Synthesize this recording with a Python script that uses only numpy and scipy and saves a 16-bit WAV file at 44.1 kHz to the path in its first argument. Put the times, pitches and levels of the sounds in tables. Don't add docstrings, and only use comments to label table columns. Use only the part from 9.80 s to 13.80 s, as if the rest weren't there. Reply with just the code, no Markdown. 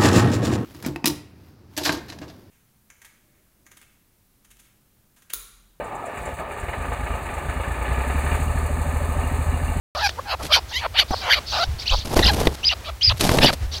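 import sys
import numpy as np
from scipy import signal
from scipy.fft import rfft, irfft
from scipy.io import wavfile
from scipy.ndimage import uniform_filter1d

SR = 44100
rng = np.random.default_rng(int(sys.argv[2]) if len(sys.argv) > 2 else 0)


def bounce(signal):
    frames = np.transpose(np.atleast_2d(signal))
    limited = np.clip(frames, -1, 1)
    pcm = np.round(limited * 32767).astype(np.int16)
    wavfile.write(sys.argv[1], SR, pcm)


N = 176400

# (frequency [Hz], relative level [dB])
FIELD_COLOUR = [(700, 11), (5500, 0.5), (15000, -17)]
RUMBLE_COLOUR = [(28, -23.5), (70, 6.5), (240, -40.5)]
BUFFET_COLOUR = [(60, 0), (140, -2.5), (750, -9.5), (4000, -45)]
FEATHER_COLOUR = [(400, 0), (1200, -0.5), (4500, 3.5), (8000, -4), (13000, -4.5), (15500, -64)]
SLAP_COLOUR = [(300, -1.5), (1200, 7), (4000, 3), (12000, -24.5)]
HISS_COLOUR = [(2000, -13), (4500, 8.5), (8500, -23)]
BODY_COLOUR = [(330, -29), (540, -10.5), (850, -9.5), (2000, -25.5), (3300, -70)]
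TREBLE_COLOUR = [(1300, -18), (2300, 5), (4600, 4), (5800, -10.5), (8500, -35), (12000, -19.5),
                 (15000, -50)]

# (time [s], level [dB])
PUFFS = [(1.867, -18.5), (2.104, -13.5), (2.43, -10.5), (3.268, -16), (3.806, -19)]
# (time [s], buffeting level [dB], rustle level [dB])
SCUFFLES = [
    [(.6, -29, -34), (.68, -40, -38)],
    [(2.255, -32, -38), (2.34, -22.5, -33), (2.5, -20, -28), (2.72, -22, -36), (2.75, -38, -33)],
    [(3.37, -47, -33.5), (3.42, -19, -23), (3.63, -16.5, -29.5), (3.745, -29.5, -36.5)],
]
# (time [s], thud level [dB], slap level [dB])
BLOWS = [(0.291, -67, -21.5), (1.307, -15, -59), (2.366, -8.5, -23), (2.391, -13.5, -15), (2.67, -5, -13.5),
         (3.491, -12.5, -14), (3.585, -13.5, -12)]
# (time [s], level [dB])
SNAPS = [(2.534, -24.5), (2.602, -23), (3.409, -14.5), (3.476, -25), (3.55, -37), (3.735, -23.5)]
# (time [s], length [s], level [dB])
HISSES = [(0.146, 0.17, -28.5), (0.881, 0.14, -36), (1.275, 0.18, -33.5), (1.654, 0.21, -26.5),
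          (1.984, 0.062, -30.5), (2.045, 0.2, -29), (3.914, 0.078, -28.5)]
# (time [s], pitch [Hz])
SQUEALS = [
    [(2.058, 2460), (2.077, 3085), (2.081, 4910), (2.09, 2440), (2.103, 3120)],
    [(2.44, 3000), (2.443, 5000), (2.449, 5050), (2.454, 2670), (2.466, 3190), (2.469, 4960), (2.475, 4990),
     (2.479, 2540)],
    [(2.833, 2695), (2.848, 3110), (2.851, 4810), (2.879, 5070), (2.889, 4620), (2.894, 2650),
     (2.908, 2960)],
    [(3.212, 2845), (3.227, 3265), (3.231, 4946), (3.269, 5085), (3.281, 4550), (3.293, 5060), (3.3, 2650)],
    [(3.639, 4834), (3.644, 3033), (3.659, 2864), (3.662, 5020), (3.668, 4750), (3.672, 2600)],
]
SQUEAL_LEVELS = [-20, -15.5, -15, -13, -11]
# (time [s], pitch before any jump to a shriek [Hz], level [dB], treble over body [dB], roughness [0-1])
GROWLS = [
    [(0.153, 629, -26, -5.5, 0.25), (0.172, 599, -27, -20, 0.55), (0.212, 872, -28, -13, 0.43),
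     (0.248, 815, -17, -3.5, 0), (0.272, 795, -18, -0.5, 0.25)],
    [(0.375, 471, -42, -35, 0.36), (0.396, 565, -21.5, -46, 0.26)],
    [(0.462, 749, -36.5, -12, 0.33), (0.515, 791, -23.5, 4, 0.47), (0.547, 494, -22.5, -11.5, 0.54)],
    [(0.603, 610, -33.5, -26, 0.42), (0.625, 465, -32, -19, 0.7)],
    [(0.695, 608, -35, -11, 0.32), (0.722, 582, -17, -0.5, 0.17), (0.731, 1659, -11, 14, 0.36),
     (0.746, 2117, -10, 12.5, 0.43), (0.766, 598, -16, 3.5, 0.93), (0.792, 408, -26.5, -4, 0.26)],
    [(0.917, 853.5, -37, -17, 0.39), (0.968, 1029, -20.5, 89, 0.02), (1.01, 1048, -35, 2, 0.48),
     (1.064, 539, -20, -12, 0.51)],
    [(1.15, 617, -30, 0, 0.29), (1.178, 1376, -18, 10, 0.38), (1.197, 1947, -8.5, 9.5, 0.36),
     (1.21, 679, -17, 17, 0.78), (1.232, 580, -26.5, -0.5, 0.03)],
    [(1.322, 394, -27.5, -31, 0.15), (1.342, 441, -19, -37, 0.6)],
    [(1.418, 698, -32.5, 1.5, 0.5), (1.492, 560, -22, -4.5, 0.68), (1.512, 1660, -14, 3, 0.18),
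     (1.54, 2318, -12.5, 12.5, 0.57), (1.556, 726, -25.5, 9, 0.52), (1.589, 608, -24, -1.5, 0.3)],
    [(1.73, 686, -26.5, -4, 0.82), (1.812, 671.4, -21, -6.5, 0.13), (1.84, 711, -17.5, -0.5, 0.25)],
    [(2.115, 663.3, -22.5, 9, 0.9), (2.15, 473, -21, -10, 0.7)],
    [(2.433, 1856, -15, 4.5, 0.57), (2.485, 896, -14.5, 9, 0.57), (2.506, 783, -18, -5.5, 0.03)],
    [(2.912, 820, -20.5, 17, 0.75), (2.936, 646, -24, 0, 0.28)],
    [(3.05, 603, -37.5, 13.5, 0.2), (3.1, 633, -27.5, -7, 0.24)],
    [(3.3, 983, -21.5, 5, 0.63), (3.323, 590, -22.5, 0, 0.39)],
    [(3.617, 893, -20, 0, 0.49), (3.633, 1821, -13, 17, 0.49), (3.674, 1320, -14.5, 17, 0.5),
     (3.704, 675, -19.5, -5.5, 0.34)],
]

SILENCE_S, TOP_HZ = .15, 15900


def amp(db):
    return 10 ** (np.asarray(db) / 20)


def unit(x):
    return x / np.sqrt(np.mean(x ** 2) + 1e-20)


def steady(x):
    return x / np.sqrt(abs(uniform_filter1d(x * x, size=500)) + 1e-12)


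def colour(x, points):
    hz, db = np.transpose(points)
    grid_hz = np.fft.rfftfreq(8192, 1 / SR)
    log_gain = np.interp(np.log(grid_hz + 1), np.log(hz), db) * np.log(10) / 20
    cepstrum = irfft(log_gain)
    cepstrum[1:4096] *= 2
    cepstrum[4097:] = 0
    ring = irfft(np.exp(rfft(cepstrum)))
    return signal.fftconvolve(x, ring)[:len(x)]


def noise(n, points):
    return colour(rng.standard_normal(n), points)


def wander(n, hz):
    padded = n + SR // 4
    rolloff = 1 + (np.fft.rfftfreq(padded, 1 / SR) / hz) ** 4
    return unit(irfft(rfft(rng.standard_normal(padded)) / rolloff))[:n]


def swell(t, peak_s):
    return t / peak_s * np.exp(1 - t / peak_s)


def gesture(rows, attack_s=.012, release_s=.0058):
    times, *columns = np.transpose(sorted(rows))
    t = np.arange(times[0] - attack_s, times[-1] + release_s, 1 / SR)
    fade = np.interp(t, [t[0], times[0], times[-1], t[-1]], [0, 1, 1, 0])
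    return t[0], fade, [np.interp(t, times, column) for column in columns]


def track(source, table):
    mix = np.zeros(N)
    for row in table:
        start, sound = source(*row)
        part = mix[max(round(start * SR), 0):][:len(sound)]
        part += sound[:len(part)]
    return mix


def field(db=-43, waver_db=3):
    return amp(db) * unit(noise(N, FIELD_COLOUR) * amp(waver_db * wander(N, 9)))


def rumble(db=-36):
    return amp(db) * unit(noise(N, RUMBLE_COLOUR))


def puff(start, db, pitch_hz=69.4):
    t = np.arange(0, .25, 1 / SR)
    phase = 2 * np.pi * np.cumsum(pitch_hz * (1 + .353 * wander(len(t), 61))) / SR
    return start, amp(db) * np.sin(phase) * swell(t, peak_s=.025)


def scuffle(rows, stroke_db=4.5, crackle_db=4.5):
    start, fade, (buffet_db, rustle_db) = gesture(rows)
    n = len(fade)
    strokes = amp(stroke_db * wander(n, 45))
    crackle = rng.standard_normal(n) * amp(crackle_db * wander(n, 1100))
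    rustle = colour(crackle * strokes, FEATHER_COLOUR)
    buffet = colour(rng.standard_normal(n) * strokes, BUFFET_COLOUR)
    return start, fade * (amp(buffet_db) * unit(buffet) + amp(rustle_db) * unit(rustle))


def blow(start, thud_db, slap_db):
    t = np.arange(0, .04, 1 / SR)
    thud = unit(noise(len(t), BUFFET_COLOUR)) * swell(t, peak_s=.0026)
    slap = steady(noise(len(t), SLAP_COLOUR)) * swell(t, peak_s=.0019)
    return start, amp(thud_db) * thud + amp(slap_db) * slap


def snap(start, db, decay_s=.006):
    t = np.arange(0, 10 * decay_s, 1 / SR)
    return start, amp(db) * unit(noise(len(t), FEATHER_COLOUR)) * np.exp(-t / decay_s)


def hiss(start, length, db, whistle_hz=(3890, 5140)):
    n = int(length * SR)
    whistles = np.zeros(n)
    for hz in whistle_hz:
        phase = 2 * np.pi * np.cumsum(hz * (1 + .16 * wander(n, 57.6))) / SR
        whistles += np.sin(phase) * wander(n, 126)
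    air = unit(noise(n, HISS_COLOUR)) + .96 * unit(whistles)
    fade = np.sin(np.pi * np.arange(n) / n) ** .69
    return start, amp(db) * unit(air) * fade


def squeal_gesture(rows):
    return gesture(rows, attack_s=.003, release_s=.003)


def squeal(rows, db, waver=.016, rasp=.28, overtone_db=-14, breath_db=-17):
    start, fade, (hz,) = squeal_gesture(rows)
    n = len(hz)
    phase = 2 * np.pi * np.cumsum(hz * (1 + waver * wander(n, 530))) / SR
    lowness = np.clip((3700 - hz) / 700, 0, 1)
    tone = np.sin(phase) + amp(overtone_db) * lowness * np.sin(2 * phase)
    flutter = 1 + rasp * (wander(n, 90) + .5 * wander(n, 900))
    tone *= np.sqrt(2) * (hz / hz.max()) * flutter
    breath = amp(breath_db) * unit(noise(n, TREBLE_COLOUR))
    build_up = np.minimum(np.linspace(.35, 2, n), 1)
    return start, fade * amp(db) * (tone + breath) * build_up


def throat(x, ring_s=.001):
    t = np.arange(0, 10 * ring_s, 1 / SR)
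    angle = np.linspace(0, np.pi, len(x))
    ringing = np.zeros(len(x))
    for blend in (np.cos(angle), np.sin(angle)):
        ring = rng.standard_normal(len(t)) * np.exp(-t / ring_s)
        ringing += blend * signal.fftconvolve(x, ring)[:len(x)]
    return ringing


def mouth(x, pitch_hz, highest_hz=2150):
    ring_hz = np.minimum(1.95 * pitch_hz, highest_hz)
    spin = np.exp(2j * np.pi * np.cumsum(ring_hz) / SR)
    decay = np.exp(-np.pi * 1200 / SR)
    smoothed = signal.lfilter([1 - decay], [1, -2 * decay, decay ** 2], x / spin)
    return (spin * smoothed).real


def growl(rows, crack=.24, jitter=.1533, shimmer=.32):
    start, fade, (hz, db, treble_db, rough) = gesture(rows)
    n = len(hz)
    cracks = crack * rough * np.sign(wander(n, 130))
    held_hz = np.select([hz > 2000, hz > 1217], [2600, 1672], hz)
    wobble = jitter * rough * wander(n, 393)
    phase = 2 * np.pi * np.cumsum(held_hz * (1 + wobble + cracks)) / SR
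    pulses = unit(sum(np.cos(k * phase) * (k * hz < TOP_HZ) for k in range(1, 24)))
    pulses = steady(pulses) * (1 + shimmer * rough * wander(n, 500))
    breath = rough * unit((1 + np.cos(phase)) * rng.standard_normal(n))
    buzz = pulses + breath
    body = steady(colour(buzz, BODY_COLOUR))
    body = steady(body + 1.2 * steady(mouth(body, hz)))
    treble = steady(colour(throat(buzz), TREBLE_COLOUR))
    voice = (body + amp(treble_db) * treble) / np.sqrt(1 + amp(treble_db) ** 2)
    return start, fade * amp(db) * voice


def scene():
    squealing = track(lambda rows: squeal_gesture(rows)[:2], zip(SQUEALS))
    growls = track(growl, zip(GROWLS)) * (1 - .55 * squealing)
    voices = growls + track(squeal, zip(SQUEALS, SQUEAL_LEVELS)) + track(hiss, HISSES)
    wings = track(scuffle, zip(SCUFFLES)) + track(blow, BLOWS) + track(snap, SNAPS)
    air = rumble() + track(puff, PUFFS)
    return (field() + air + wings + voices)[None]


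def record(dry):
    clipped = np.clip(dry, -.9, .9)
    sound_on = np.arange(N) / SR >= SILENCE_S
    low_pass = signal.firwin(511, TOP_HZ, window=("kaiser", 9), fs=SR)
    return signal.oaconvolve(clipped * sound_on, low_pass[None], "same")


dry = scene()
out = record(dry)
bounce(out)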